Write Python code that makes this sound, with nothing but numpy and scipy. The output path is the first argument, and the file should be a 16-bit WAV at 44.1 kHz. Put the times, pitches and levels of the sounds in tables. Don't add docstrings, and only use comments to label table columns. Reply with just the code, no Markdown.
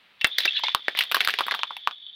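import sys
import numpy as np
from scipy import signal
from scipy.fft import rfft, irfft, next_fast_len
from scipy.io import wavfile
from scipy.ndimage import map_coordinates

SR = 44100
rng = np.random.default_rng(int(sys.argv[2]) if len(sys.argv) > 2 else 0)


def pcm_store(signal):
    levels = np.round(np.clip(np.atleast_2d(signal), -1, 1) * 32767)
    wavfile.write(sys.argv[1], SR, levels.astype(np.int16).T)


N = 94815


def amp(db):
    return 10 ** (np.asarray(db) / 20)


def unit(x):
    return x / np.sqrt(np.mean(x ** 2) + 1e-20)


def along(points, hz):
    point_hz, value = np.transpose(points)
    return np.interp(np.log(hz + 1), np.log(point_hz + 1), value)


def curves(rows):
    time_s, *columns = np.transpose(rows)
    return [np.interp(np.arange(N) / SR, time_s, column) for column in columns]


def seconds(size):
    return np.arange(size) / SR


def grid(size=4096):
    return np.fft.rfftfreq(size, 1 / SR) + 1


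def causal(gain):
    cepstrum = irfft(np.log(np.maximum(gain, 1e-6)))
    cepstrum[1:len(cepstrum) // 2] *= 2
    cepstrum[len(cepstrum) // 2 + 1:] = 0
    return irfft(np.exp(rfft(cepstrum)))


def coloured(x, points):
    response = causal(amp(along(points, grid())))
    return unit(signal.fftconvolve(x, response)[:N])


def resonance(hz, q):
    f = grid()
    return unit(1 / (1 + (q * (f / hz - hz / f)) ** 2))


def add(track, start_s, sound):
    part = track[max(round(start_s * SR), 0):][:len(sound)]
    part += sound[:len(part)]


def ticks(per_s):
    struck = rng.random(N) < per_s / SR
    return struck * rng.standard_normal(N)


def wobble(knots_per_s, size=N):
    knots = rng.standard_normal(int(size * knots_per_s / SR) + 4)
    return map_coordinates(knots, [seconds(size) * knots_per_s])


# hz, level_db
AIR_SPECTRUM = [(25, -20.5), (220, -2.5), (320, -8), (800, -4.5), (2700, 3.5), (4000, -2), (6400, -26)]
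# time_s, level_db
AIR_FADE = [(1.6, 2.5), (2.05, -5)]
AIR_DB = -61.5


def air():
    fade_db, = curves(AIR_FADE)
    return amp(AIR_DB + fade_db) * coloured(rng.standard_normal(N), AIR_SPECTRUM)


STREET_DB, STREET_DELAY_S, STREET_T60_S, STREET_DULL_HZ = -15, 0.0044, 0.1, 5000


def street(x):
    t = seconds(SR // 4)
    tail = rng.standard_normal(len(t)) * amp(-60 * t / STREET_T60_S) * (t > STREET_DELAY_S)
    dull = causal(1 / (1 + (grid() / STREET_DULL_HZ) ** 2))
    response = signal.fftconvolve(tail / np.linalg.norm(tail), dull)
    return signal.fftconvolve(x, response)[:N]


# hz, level_db
BIT_NOTES = [(3150, 0), (3440, 6.5), (3560, -1.5), (3720, 0), (4380, -15.5)]
BIT_T60_S, BIT_ATTACK_S, BIT_SWING_DB = 0.039, 0.00086, 3
BIT_SPREAD, BIT_GLIDE_PER_S = 0.08, 1


def chink(squeeze):
    t = seconds(size=4096)
    hz, level_db = np.transpose(BIT_NOTES)[:, :, None]
    strength, detune, bend, turn = rng.standard_normal((4, len(BIT_NOTES), 1))
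    hz = hz * (1 + squeeze * (BIT_SPREAD * detune + BIT_GLIDE_PER_S * bend * t))
    notes = amp(level_db + BIT_SWING_DB * strength) * np.sin(2 * np.pi * (hz * t + turn))
    envelope = amp(-60 * t / BIT_T60_S) * (1 - np.exp(-t / BIT_ATTACK_S)) ** 2
    return notes.sum(axis=0) * envelope / np.linalg.norm(amp(level_db))


CHATTER_PER_S = 190


def chatter(load):
    out = np.zeros(N)
    for slot, (when, size) in enumerate(rng.random((int(CHATTER_PER_S * N / SR), 2))):
        start_s = (slot + when) / CHATTER_PER_S
        squeeze = load[min(int(start_s * SR), N - 1)]
        add(out, start_s, (.5 + size) * chink(squeeze))
    return unit(out)


# time_s, grind_db, chatter_db
CRUSH = [(.28, -52.5, -38), (.36, -49.5, -44), (.41, -35, -30), (.53, -42, -31.5), (.58, -38, -27.5),
         (.625, -45, -38.5), (.66, -32.5, -32), (.74, -44, -40), (.8, -55.5, -42.5), (.94, -49, -45),
         (.985, -32.5, -34), (1.08, -50.5, -39), (1.17, -34, -42.5), (1.56, -46.5, -39.5), (1.72, -54, -44),
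         (2.15, -73, -47.5)]
# hz, level_db
GRIND_SPECTRUM = [(300, -32.5), (1300, -18), (1750, -0.5), (3000, 0), (4300, -3), (5600, -16), (8000, -38)]
FIRST_BREAK_S, CRUSH_RISE_S = 0.19, .08
GRIND_TRIM_DB, GRIND_PER_S, CHATTER_TRIM_DB = -0.5, 1500, 1


def crushing():
    grind_db, chatter_db = curves(CRUSH)
    load = amp(grind_db - grind_db.max())
    begun = np.clip((seconds(N) - FIRST_BREAK_S) / CRUSH_RISE_S, 0, 1)
    grind = amp(grind_db + GRIND_TRIM_DB) * coloured(ticks(GRIND_PER_S), GRIND_SPECTRUM)
    return begun * (grind + amp(chatter_db + CHATTER_TRIM_DB) * chatter(load))


# start_s, level_db
JOLTS = [(0.427, -23), (1.435, -23.5), (1.614, -23), (1.926, -32), (2.065, -27.5), (2.095, -34)]


def jolts():
    out = np.zeros(N)
    for start_s, level_db in JOLTS:
        add(out, start_s, amp(level_db) * chink(0))
    return out


# hz, level_db
CRUMB_SPECTRUM = [(150, -21.5), (700, -0.5), (4300, 0), (7000, -24.5)]
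# hz, level_db
GROAN = [(220, -7.5), (430, -3.5), (740, 3)]
GROAN_DB, GROAN_Q = -8, 7.9
GROAN_FROM_S = 1.11
CRUMB_DB, SPLINTER_DB = -23, -21
DEBRIS_PER_S, DEBRIS_T60_S = 2500, 0.16


def debris():
    power, t = np.zeros((2, N)), seconds(N)
    settle = amp(-60 * t / DEBRIS_T60_S) ** 2
    for start_s, hollow_db, *_, snap_db, share in CRACKS:
        for track, level_db in zip(power, (hollow_db, snap_db)):
            add(track, start_s, max(share, 0) * amp(level_db) ** 2 * settle)
    coarse, fine = np.sqrt(power)
    shells = causal(sum(amp(level_db) * resonance(hz, GROAN_Q) for hz, level_db in GROAN))
    groan = unit(signal.fftconvolve(ticks(DEBRIS_PER_S), shells)[:N])
    groan = amp(GROAN_DB) * groan * (t > GROAN_FROM_S)
    crumbs = coloured(ticks(DEBRIS_PER_S), CRUMB_SPECTRUM) + groan
    splinters = coloured(ticks(DEBRIS_PER_S), SNAP_SPECTRUM)
    return amp(CRUMB_DB) * coarse * crumbs + amp(SPLINTER_DB) * fine * splinters


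# start_s, length_s, level_db, first_hz, last_hz
SQUEAKS = [(0.311, 0.063, -29.5, 3610, 3362), (0.554, 0.051, -26, 4050, 3500),
           (0.552, 0.052, -38, 1710, 1760), (0.565, .03, -25.5, 2837, 2680),
           (0.639, 0.035, -28.5, 2130, 2170)]
SQUEAK_WAVER, SQUEAK_WAVER_PER_S, SQUEAK_ROUGH_DB = 0.043, 710, 3


def squeaks():
    out = np.zeros(N)
    for start_s, length_s, level_db, first_hz, last_hz in SQUEAKS:
        waver, rough = (wobble(SQUEAK_WAVER_PER_S, size=4096) for _ in range(2))
        t = seconds(len(waver))
        progress = np.clip(t / length_s, 0, 1)
        hz = (first_hz + (last_hz - first_hz) * progress) * (1 + SQUEAK_WAVER * waver)
        envelope = np.sqrt(1 - progress) * (1 - np.exp(-t / BIT_ATTACK_S))
        level = amp(level_db + SQUEAK_ROUGH_DB * rough) * envelope
        add(out, start_s, level * np.sin(2 * np.pi * np.cumsum(hz) / SR))
    return out


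# start_s, level_db, pitch_hz, t60_s
TWANGS = [(.2135, -23.5, 2700, 0.091), (.249, -16.5, 2690, 0.064), (.384, -14.5, 4040, 0.054),
          (.4495, -7, 3600, 0.014), (.454, -31.5, 370, 0.064), (0.4785, -9.5, 2680, 0.047),
          (.6683, -13.5, 3580, 0.036), (.6925, -12.5, 3480, 0.016)]
TWANG_ATTACK_S = 0.00056


def twangs():
    out, t = np.zeros(N), seconds(size=6000)
    for start_s, level_db, pitch_hz, t60_s in TWANGS:
        envelope = amp(level_db - 60 * t / t60_s) * (1 - np.exp(-t / TWANG_ATTACK_S))
        add(out, start_s, envelope * np.sin(2 * np.pi * pitch_hz * t))
    return out


# start_s, hollow_db, hollow_hz, wall_db, wall_hz, thud_db, snap_db, crumbling_share
CRACKS = [(0.2125, -22.5, 2360, -19, 2940, -61, -41, 0.7), (0.2451, -3, 1940, -5, 3170, -19, -28, 0.29),
          (0.271, -34.5, 1170, -42, 2980, -37, -30, 0.2), (0.383, -14.5, 1880, -6.5, 4070, -29.5, -20, 1),
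          (0.4032, -19.5, 2090, -18.5, 3960, -37, -33, 0.9), (0.4544, -10, 2060, -16, 4950, -25, -30, 0.5),
          (0.595, -33, 970, -35, 3330, -53, -44.5, 0.4), (0.6361, -18, 925, -12.5, 3520, -33, -49.5, 0.8),
          (0.684, -21.5, 1034, -15.5, 2740, -48, -52.5, 0.15),
          (0.7485, -6.5, 1127, -6, 3430, -18.5, -20, 0.02),
          (0.883, -9.5, 1860, -20.5, 3630, -18.5, -37, 0.16),
          (0.9505, -32, 1160, -23.5, 2080, -36.5, -51, 0.4),
          (0.9732, -32.5, 870, -19, 2500, -59, -36.5, 0.8),
          (0.9895, -25.5, 970, -7.5, 3100, -32, -19.5, 0.47),
          (1.0078, -9, 2160, -17, 2850, -63.5, -26.5, 0.7),
          (1.022, -20.5, 2340, -18.5, 3300, -71, -53, 0.65),
          (1.037, -33.5, 1190, -22.5, 3180, -64.5, -33, 0.23),
          (1.1149, -24, 1160, -16.5, 2540, -31, -23.5, 0.37),
          (1.1208, -18, 1410, -14.5, 2920, -33, -28.5, 0.19),
          (1.1454, -8.5, 1440, -12.5, 4000, -29.5, -18, 0.6), (1.156, -24, 1090, -17, 2890, -34.5, -34, 1),
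          (1.1678, -14.5, 1090, -19, 2950, -22.5, -29.5, 0.3),
          (1.2053, -9.5, 2080, -10, 3270, -36, -24, 0.95),
          (1.2485, -17, 1980, -17.5, 4100, -39, -25.5, 0.48), (1.2749, -11.5, 1460, -14, 3620, -29, -23, 0),
          (1.2854, -14, 1530, -15, 3140, -28, -25.5, 0.7),
          (1.2961, -16, 1730, -20, 3000, -38.5, -41.5, 0.2),
          (1.3045, -34, 1660, -16, 2730, -45.5, -33, 0.5), (1.339, -18, 1820, -17, 2780, -30.5, -33.5, 0.4),
          (1.3877, -17.5, 1030, -11.5, 3080, -33.5, -34.5, 0.72),
          (1.4076, -11.5, 1230, -18.5, 3200, -18, -32.5, 0.44),
          (1.4665, -25.5, 1510, -37, 3430, -31, -33, 0.4), (1.483, -17, 1110, -21.5, 2020, -49.5, -39, 0.2),
          (1.5109, -12, 1860, -21.5, 3420, -42, -35, 0.44), (1.5197, -19, 1050, -18, 3250, -33.5, -55, 0.7),
          (1.5407, -17.5, 1500, -27, 3240, -57, -53, 0.4), (1.5467, -19.5, 1130, -19, 3150, -55, -33, 1),
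          (1.5919, -24.5, 1070, -23.5, 3040, -55, -53.5, 0.57),
          (1.6333, -14.5, 1126, -13, 2780, -40.5, -48, 0.08), (1.707, -23, 986, -41, 3060, -78, -64, 0.52),
          (1.7671, -34, 910, -25.5, 2570, -70, -41, 0.5), (1.8738, -8.5, 1117, -14.5, 2760, -55, -38, 0.09),
          (1.911, -31.5, 1285, -29, 3010, -70, -59.5, 0.2)]
# hz, level_db
SNAP_SPECTRUM = [(100, -32.5), (1000, 5), (4500, 5.5), (7000, -5.5), (10000, 5.5), (15000, 5.5),
                 (17000, -13.5)]
HOLLOW_Q, WALL_Q, THUD_HZ, THUD_Q = 2.01, 1.96, 610, 0.76
DULL_HZ = 5470
TEAR_T60_S = 0.0043
CRUMBLE_T60_S, CRUMBLE_WAIT_S, CRUMBLE_SPIKY = 0.032, .0006, 0.71
CLUMPS_PER_S, CLUMP_DB = 207, 2.5


def cracks():
    out, t, f = np.zeros(N), seconds(size=2048), grid()
    millisecond = np.sqrt(SR / 1000)
    dull = 1 / np.sqrt(1 + (f / DULL_HZ) ** 10)
    snap = causal(unit(amp(along(SNAP_SPECTRUM, f))))
    thud = resonance(THUD_HZ, THUD_Q)
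    for start_s, hollow_db, hollow_hz, wall_db, wall_hz, thud_db, snap_db, share in CRACKS:
        hollow = amp(hollow_db) * resonance(hollow_hz, HOLLOW_Q) * dull
        wall = amp(wall_db) * resonance(wall_hz, WALL_Q) * dull
        body = causal(np.linalg.norm([hollow, wall, amp(thud_db) * thud], axis=0))
        sizes, spikes, fibres = rng.standard_normal((3, len(t)))
        tear = signal.fftconvolve(snap, fibres * amp(-60 * t / TEAR_T60_S))[:len(snap)]
        click = body + amp(snap_db) * tear / np.linalg.norm(tear)
        clumps_db = CLUMP_DB * wobble(CLUMPS_PER_S, size=len(t))
        decay = amp(clumps_db - 60 * t / CRUMBLE_T60_S) * (t > CRUMBLE_WAIT_S)
        spray = sizes * np.exp(CRUMBLE_SPIKY * spikes) * decay
        crumble = signal.fftconvolve(click, spray)
        crumble *= np.linalg.norm(click) / np.linalg.norm(crumble)
        share = np.clip(share, .01, .95)
        add(out, start_s, millisecond * np.sqrt(1 - share) * click)
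        add(out, start_s, millisecond * np.sqrt(share) * crumble)
    return out


def scene():
    breaks = cracks() + twangs()
    background = air() + amp(STREET_DB) * street(breaks)
    pieces = crushing() + jolts() + debris() + squeaks()
    return (background + pieces + breaks)[None]


CEILING, CEILING_LOPSIDED, TOP_HZ = 0.65, 0.098, 16000


def record(dry):
    top = CEILING * (1 + CEILING_LOPSIDED * np.sign(dry))
    squashed = dry / (1 + np.abs(dry / top) ** 6) ** (1 / 6)
    size = next_fast_len(N + SR // 2)
    passed = np.fft.rfftfreq(size, 1 / SR) < TOP_HZ
    return irfft(rfft(squashed, size) * passed, size)[..., :N]


dry = scene()
out = record(dry)
pcm_store(out)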